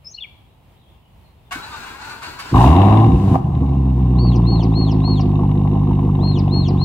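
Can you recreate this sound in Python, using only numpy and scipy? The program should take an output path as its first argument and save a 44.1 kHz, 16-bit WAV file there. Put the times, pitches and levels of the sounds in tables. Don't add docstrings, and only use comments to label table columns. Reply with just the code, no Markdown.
import sys
import numpy as np
from scipy import signal
from scipy.fft import rfft, irfft, next_fast_len
from scipy.io import wavfile
from scipy.ndimage import uniform_filter1d, map_coordinates

SR = 44100
rng = np.random.default_rng(int(sys.argv[2]) if len(sys.argv) > 2 else 0)


def put_to_file(sound):
    columns = np.atleast_2d(sound).T
    safe = np.clip(columns, -1, 1)
    whole_steps = np.round(safe * 32767)
    wavfile.write(sys.argv[1], SR, whole_steps.astype(np.int16))


N = 301776
T = np.arange(N) / SR

# (f/Hz, correlation)
MIC_LIKENESS = [(200, 0.87), (1000, 0.27), (8000, 0.037)]
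# (f/Hz, time to fall 60 dB/s)
STREET_DECAY = [(100, 0.97), (3500, 0.54), (10000, 0.0093)]
# (f/Hz, level/dB)
TRAFFIC = [(20, -28), (55, -0.5), (125, -3.5), (270, -17), (500, -21), (900, -18), (1500, -32.5),
           (2800, -28), (6000, -44.5), (15000, -40.5)]
# (t/s, length/s, start f/Hz, middle f/Hz, end f/Hz, level/dB)
SYLLABLES = [(0.046, 0.061, 5000, 5310, 5720, -32), (0.078, 0.089, 5700, 6360, 5060, -43),
             (0.133, 0.038, 4060, 4390, 4180, -34), (.173, 0.03, 2770, 2935, 2660, -31.5),
             (0.204, 0.041, 3710, 3277, 3350, -26.5), (0.231, 0.029, 3360, 2370, 2170, -29)]

# (t/s, length/s, level/dB)
COMPRESSIONS = [(1.496, 0.063, -31.5), (1.616, 0.074, -39), (1.712, 0.19, -36.5), (1.992, 0.12, -35),
                (2.209, .085, -34), (2.378, 0.14, -35.5)]
# (t/s, f/Hz)
TOOTH_RATE = [(1.51, 234.2), (1.72, 311.9), (1.87, 258.5), (2.47, 342.8)]
# (f/Hz, level/dB)
GEARS = [(250, -36), (550, -14), (950, 1.5), (1250, -5.5), (1480, 3), (1800, -10.5), (2750, -8),
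         (3100, -17), (4300, -10.5), (5600, -19.5), (7200, -17.5), (15500, -48)]
CHUG = [(25, -15.5), (60, -1.5), (150, -7), (380, -6.5), (900, -28.5)]
# (t/s, ring level/dB, clatter level/dB)
KNOCKS = [(1.515, -34.5, -30), (2.224, -44, -37.5), (2.389, -40.5, -34)]
# (f/Hz, level/dB, time to fall 60 dB/s)
HOUSING_MODES = [(1118, 15.5, 0.085), (2214, 3, 0.3)]

# (t/s, f/Hz)
FIRING_RATE = [(2.5, 45.47), (2.66, 66), (2.8, 96.92), (3.04, 112.9), (3.17, 100), (3.3, 96.4),
               (3.42, 76.2), (3.56, 70.58), (3.7, 69.1), (3.9, 64.63), (4.4, 59.07), (4.8, 53.21),
               (5.15, 51.2), (5.55, 49.72), (5.9, 50.76), (6.3, 48.76), (6.8, 47.28)]
# (t/s, amount 0-1)
UNEVEN_BURN = [(2.55, 0.5), (2.7, 0.09), (3.03, 0.13), (3.1, 0.73), (3.22, .15), (3.45, 1), (3.75, 0.2),
               (4.8, 0.12)]
# (t/s, level/dB)
GAS_FLOW = [(2.55, -16.5), (2.88, -17.5), (3.06, -23.5), (3.2, -33), (3.34, -29), (3.41, -44),
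            (3.57, -36.5), (3.95, -39.5), (4.3, -34), (6.8, -35.5)]
# (pulse level/dB, runner delay/s, manifold echo delay/s, echo level/dB, rasp level/dB, tick level/dB)
CYLINDERS = [(0.8, .0002, 0.00854, -2, 3.5, -8), (-0.8, 0, 0.00841, 4, -0.5, -5.5),
             (1.3, .0006, 0.00921, -6.5, 3.5, -5.5), (0.9, -.0006, 0.0048, -9, -0.5, -8.5),
             (2.5, .0003, .0035, -6, -4, -5.5), (1.6, -.0002, 0.01251, -1, 1.5, -14),
             (0.8, .0002, 0.00751, -1.5, 3, -1.5), (1.15, -.0004, 0.0136, -9, -6.5, -11.5)]
# (f/Hz, level/dB)
PIPE = [(20, -28.5), (38, -17.5), (49, -1), (65, 12), (100, 4.5), (122, 9), (150, 4), (200, 0.5),
        (228, -16.5), (266, -2), (305, -12), (360, -11.5), (435, -27), (475, -21.5), (570, -37.5),
        (900, -80)]
# (f/Hz, level/dB)
RASP = [(350, -26.5), (570, -7), (690, 4.5), (780, 8.5), (870, 1.5), (1060, 6), (1300, -19), (2200, -53.5)]
TICK = [(900, -24.5), (1700, -9.5), (2200, -4.5), (2450, -9), (2750, 2), (3300, -13), (3780, -2.5),
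        (4250, -24), (15000, -50)]
RUSH = [(700, -26), (1300, 1), (3800, -9.5), (4600, -10.5), (11000, -17.5), (15500, -25)]
# (t/s, level/dB)
HISS_LEVEL = [(2.53, -38), (2.64, -32.5), (2.78, -43.5), (3.0, -46), (3.12, -49.5), (3.35, -44),
              (3.41, -58.5)]
# (t/s, peak level/dB, f/Hz)
TIP_POPS = [(2.543, -9.5, 970), (2.568, -7, 950), (2.587, -9.5, 800), (2.605, -6.5, 950), (2.639, -5, 985),
            (3.356, -10.5, 760), (4.593, -23.5, 760), (5.198, -22.5, 750), (5.433, -22, 870),
            (5.754, -24, 760), (5.909, -22.5, 940), (6.09, -27, 1110), (6.475, -24, 740)]
# (t/s, thump level/dB, crack level/dB)
BACKFIRE_BANGS = [(3.342, 4, -16), (3.354, 2.5, -11.5)]

# (t/s, top f/Hz, level ahead of the throat/dB)
WHISTLES = [(4.152, 4480, -31.5), (4.429, 4336, -29), (4.713, 4326, -28), (5.004, 4337, -28),
            (6.188, 4248, -28), (6.481, 4308, -26), (6.764, 4290, -26)]
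# (f/Hz, gain/dB)
THROAT = [(2200, -26.5), (3100, -9.5), (3950, -15.5), (4300, -1), (5100, -15.5), (6200, -24), (8600, -42)]
OCTAVE = [(4400, -19), (5100, -7.5), (5700, -26), (7000, -31), (8600, -48.5)]

BOOM_KNEE_DB, BARK_KNEE_DB = -27.5, -33.5


def amp(db):
    return 10 ** (np.asarray(db) / 20)


def pan(db):
    return amp([[db / 2], [-db / 2]])


def choked(db):
    return 1 / np.sqrt(1 + amp(-db) ** 2)


def unit(x):
    return x / np.sqrt(np.mean(x ** 2) + 1e-20)


def steady(x, size=7000):
    power = np.abs(uniform_filter1d(uniform_filter1d(x ** 2, size), size // 2))
    return x / np.sqrt(power + 1e-3 * power.mean())


def along(points, hz):
    f, v = np.transpose(points)
    return np.interp(np.log(hz + 1), np.log(f + 1), v)


def curve(points):
    return np.interp(T, *np.transpose(points))


def between(start, end, fade):
    return np.clip((T - start) / fade, 0, 1) * np.clip((end - T) / fade, 0, 1)


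def wobble(rate):
    return map_coordinates(rng.standard_normal(int(N * rate / SR) + 4), [T * rate])


def phase(hz):
    return 2 * np.pi * np.cumsum(hz) / SR


def filtered(x, response):
    m = next_fast_len(N + SR // 2)
    return irfft(rfft(x, m) * response(np.fft.rfftfreq(m, 1 / SR)), m)[..., :N]


def above(x, edge_hz, order=8):
    return filtered(x, lambda hz: 1 - 1 / (1 + (hz / edge_hz) ** order))


def ring(x, spectrum, size=16384):
    cepstrum = irfft(np.log(amp(along(spectrum, np.fft.rfftfreq(size, 1 / SR)))))
    cepstrum[1:size // 2] *= 2
    cepstrum[size // 2 + 1:] = 0
    return signal.fftconvolve(x, irfft(np.exp(rfft(cepstrum))))[:N]


def spread(a, b):
    turn = lambda hz: np.arccos(np.clip(along(MIC_LIKENESS, hz), -1, 1)) / 2
    mid = filtered(a, lambda hz: np.cos(turn(hz)))
    side = filtered(b, lambda hz: np.sin(turn(hz)))
    return np.array([mid + side, mid - side])


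def noise(spectrum):
    return unit(spread(*filtered(rng.standard_normal((2, N)), lambda hz: amp(along(spectrum, hz)))))


def pulses(times, sizes):
    return np.bincount(np.clip(np.asarray(times) * SR, 0, N).astype(int), sizes, N + 1)[:N]


def puffs(times, sizes, peak_s):
    u = T[:SR // 4] / peak_s
    return signal.fftconvolve(pulses(times, sizes), u * np.exp(1 - u))[:N]


def street(x):
    hz, t, spectra = signal.stft(rng.standard_normal((2, SR // 2)), SR, nperseg=256)
    decay = amp(-60 * t / along(STREET_DECAY, hz)[:, None])
    tail = signal.istft(spectra * decay, SR, nperseg=256)[1]
    return signal.fftconvolve(x, tail / np.linalg.norm(tail[0]), axes=1)[:, :N]


def far_traffic(level_db=-50):
    return amp(level_db + wobble(12)) * noise(TRAFFIC)


def far_birds(level_db=-71, centre_hz=3400, range_octaves=0.25):
    hz = centre_hz * 2 ** (range_octaves * wobble(22))
    chirps = np.sin(phase(hz)) * np.maximum(wobble(24), 0)
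    return amp(level_db) * unit(street(chirps * pan(0)))


def bird_song(edge_db=-14.5, flutter_db=4):
    phrase = np.zeros(N)
    buzz = 1 + 0.022 * wobble(401.7)
    for s, length, start_hz, middle_hz, end_hz, db in SYLLABLES:
        place = 2 * (T - s) / length - 1
        hz = np.interp(place, [-1, 0, 1], [start_hz, middle_hz, end_hz])
        level = amp(db + edge_db * np.minimum(np.abs(place), 1)) * between(s, s + length, 0.00099)
        phrase += level * np.sin(phase(hz * buzz))
    return phrase * amp(flutter_db * wobble(217.3)) * pan(4.2)


def starter(start_s=1.508, end_s=2.56, free_db=-39.5, rise_s=0.027, release_s=0.047, whine_hz=8020):
    labour = np.zeros(N)
    for s, length, db in COMPRESSIONS:
        release = np.exp(-np.maximum(T - s - length, 0) / release_s)
        labour += amp(db) * np.clip((T - s) / rise_s, 0, 1) * release
    load = np.hypot(amp(free_db), labour)
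    teeth = phase(curve(TOOTH_RATE) * (1 + 0.01714 * wobble(45)))
    grind = unit(noise(GEARS) * amp(0.99 * wobble(90)))
    partials = sum(amp(5.8 * wobble(25.04)) * np.sin(k * teeth + 1.34 * wobble(70)) for k in range(3, 16))
    mesh = unit(ring(partials, GEARS))
    motor = sum(np.sin(k * teeth + 0.98 * wobble(300)) for k in (9, 15))
    whine = np.sin(phase(whine_hz + 30 * wobble(240)))
    gears = load * unit(grind + amp(-1.5) * mesh + amp(-13) * motor + amp(-20) * whine)
    chug = amp(-10) * np.interp(T - 0.039, T, load) * noise(CHUG)
    return (gears * pan(3.1) + chug) * between(start_s, end_s, 0.0037)


def pinion_knocks(attack_s=0.0037):
    s, ring_db, clatter_db = np.transpose(KNOCKS)
    t = T[:SR // 2]
    housing = sum(amp(db - 60 * t / t60) * np.sin(2 * np.pi * hz * t) for hz, db, t60 in HOUSING_MODES)
    housing *= 1 - np.exp(-t / attack_s)
    clatter = puffs(s, amp(clatter_db), peak_s=0.012) * noise(RUSH)
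    return signal.fftconvolve(pulses(s, amp(ring_db)), housing)[:N] + clatter


def block_clunk(at_s=1.554, level_db=-29, hz=264):
    return puffs([at_s], amp([level_db]), peak_s=0.0064) * np.sin(2 * np.pi * hz * T + wobble(250))


def pipe_thumps(train, gas, firing_hz, flow_db, idle_hz, split_hz=137, drone_hz=63.7, lope_db=3.5):
    pipe = ring(amp(-24 + 26 * curve(UNEVEN_BURN)) * unit(gas) + unit(train), PIPE)
    upper = above(pipe, split_hz, order=12)
    rounds = np.cumsum(firing_hz) / SR / len(CYLINDERS)
    swell_db = lope_db * (idle_hz / firing_hz) ** 2 * np.cos(2 * np.pi * (rounds - 0.38))
    brighten_db = 0.43 * (flow_db - BARK_KNEE_DB)
    steepened = upper + (amp(swell_db + brighten_db) - 1) * above(upper, edge_hz=235)
    drone = np.exp(-((firing_hz - drone_hz) / 6.3) ** 2)
    boom = amp(-9.5) * choked(flow_db + 6.5 * drone - BOOM_KNEE_DB) * steady(pipe - upper)
    bark = amp(-14 + 0.5 * drone) * choked(flow_db - BARK_KNEE_DB) * steady(steepened)
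    return boom + bark


def tip_rasp(at, size, echo_s, lope, flow_db, leak_db=-20):
    gusts = puffs(at, size, peak_s=0.0065) + amp(leak_db)
    mid, side = [unit(gusts * rng.standard_normal(N)) for _ in range(2)]
    slap = unit(pulses(at, size) + pulses(at + echo_s / 2, size * lope))
    mid += slap * amp(0.36 * (flow_db - BARK_KNEE_DB))
    level = amp(flow_db + 2 + wobble(14))
    return level * spread(steady(ring(mid, RASP)), 0.4 * steady(ring(side, RASP)))


def tip_ticks(at, size, flow_db, leak=0.18):
    spurts = puffs(at, size, peak_s=0.0019) + leak
    mid, side = [steady(ring(spurts * rng.standard_normal(N), TICK)) for _ in range(2)]
    return amp(flow_db - 17.5) * spread(mid, side)


def exhaust(catch_s=2.514, tips_start_s=2.535, idle_hz=50):
    firing_hz, flow_db = curve(FIRING_RATE), curve(GAS_FLOW)
    at = T[1:][np.diff(np.floor(np.cumsum(firing_hz) / SR)) > 0]
    uneven = np.interp(at, T, curve(UNEVEN_BURN))
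    period = 1 / np.interp(at, T, firing_hz)
    cylinder = np.arange(len(at)) % len(CYLINDERS)
    pulse_db, runner_s, echo_s, echo_db, rasp_db, tick_db = np.array(CYLINDERS)[cylinder].T
    lope = idle_hz * period
    time_luck, pulse_luck, rasp_luck, tick_luck = rng.standard_normal((4, len(at)))
    at = at + lope * runner_s + 0.0016 * uneven * time_luck
    size = amp(lope * pulse_db + 5 * uneven * pulse_luck)
    echoes = above(pulses(at + echo_s, size * amp(echo_db)), edge_hz=170, order=4)
    gas = puffs(at, size, peak_s=0.0039) * rng.standard_normal(N)
    thumps = pipe_thumps(pulses(at, size) + echoes, gas, firing_hz, flow_db, idle_hz)
    rasp = tip_rasp(at + 0.42 * period, amp(lope * (rasp_db + 3.5 * rasp_luck)), echo_s, lope, flow_db)
    ticks = tip_ticks(at + 0.55 * period, amp(tick_db + 3.6 * tick_luck), flow_db)
    hiss = amp(curve(HISS_LEVEL)) * noise(RUSH)
    tips = (rasp + ticks) * pan(3.5) + hiss
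    return thumps * between(catch_s, np.inf, 0.034) + tips * between(tips_start_s, np.inf, 0.024)


def tip_pops(peak_s=0.003):
    return sum(puffs([s], amp([db]), peak_s) * np.sin(2 * np.pi * hz * T + wobble(250))
               for s, db, hz in TIP_POPS)


def backfire():
    s, thump_db, crack_db = np.transpose(BACKFIRE_BANGS)
    thump = ring(pulses([0], [1.0]), PIPE)
    thumps = signal.fftconvolve(pulses(s, amp(thump_db)), thump / np.abs(thump).max())[:N]
    cracks = puffs(s, amp(crack_db), peak_s=0.0024) * (noise(RASP) + amp(-34) * noise(RUSH))
    return above(thumps, edge_hz=200, order=3) + cracks


def bird_whistles(length_s=0.2416, scoop_end_s=0.042, fall_start_s=0.138, bend_s=0.0098):
    calls = np.zeros(N)
    waver = 1 + 0.0014 * wobble(80)
    flutter = amp(0.42 * wobble(45))
    hoarse = 0.2 * wobble(900)
    t = T[T < length_s]
    bend = lambda u: bend_s * np.logaddexp(0, u / bend_s)
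    scoop, fall = 6.8 * bend(scoop_end_s - t), 6 * bend(t - fall_start_s)
    envelope = np.clip(t / 0.047, 0, 1) * np.clip((length_s - t) / 0.016, 0, 1)
    for s, top_hz, db in WHISTLES:
        i = round(s * SR)
        n = min(len(t), N - i)
        hz = top_hz * np.abs(1 - scoop - fall)[:n]
        angle = phase(hz * (waver[i:i + n] + fall[:n] * hoarse[i:i + n]))
        voice = amp(along(THROAT, hz)) * np.sin(angle) + amp(along(OCTAVE, 2 * hz)) * np.sin(2 * angle)
        calls[i:i + n] += amp(db) * envelope[:n] * voice
    return calls * flutter * pan(7)


def scene(mic_lag_s=0.000093, echo_db=-15):
    bird = bird_song() + bird_whistles()
    car = starter() + pinion_knocks() + block_clunk() + exhaust() + tip_pops() + backfire()
    car = filtered(car, lambda hz: np.exp(1j * np.pi * hz * mic_lag_s * np.array([[1], [-1]])))
    house_fronts = amp(echo_db) * (street(bird) + street(above(car, edge_hz=260)))
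    return far_traffic() + far_birds() + bird + car + house_fronts


def record(dry, ceiling=0.88, order=8, top_hz=15800):
    rounded = dry / (1 + np.abs(dry / ceiling) ** order) ** (1 / order)
    return filtered(rounded, lambda hz: hz < top_hz)


dry = scene()
out = record(dry)
put_to_file(out)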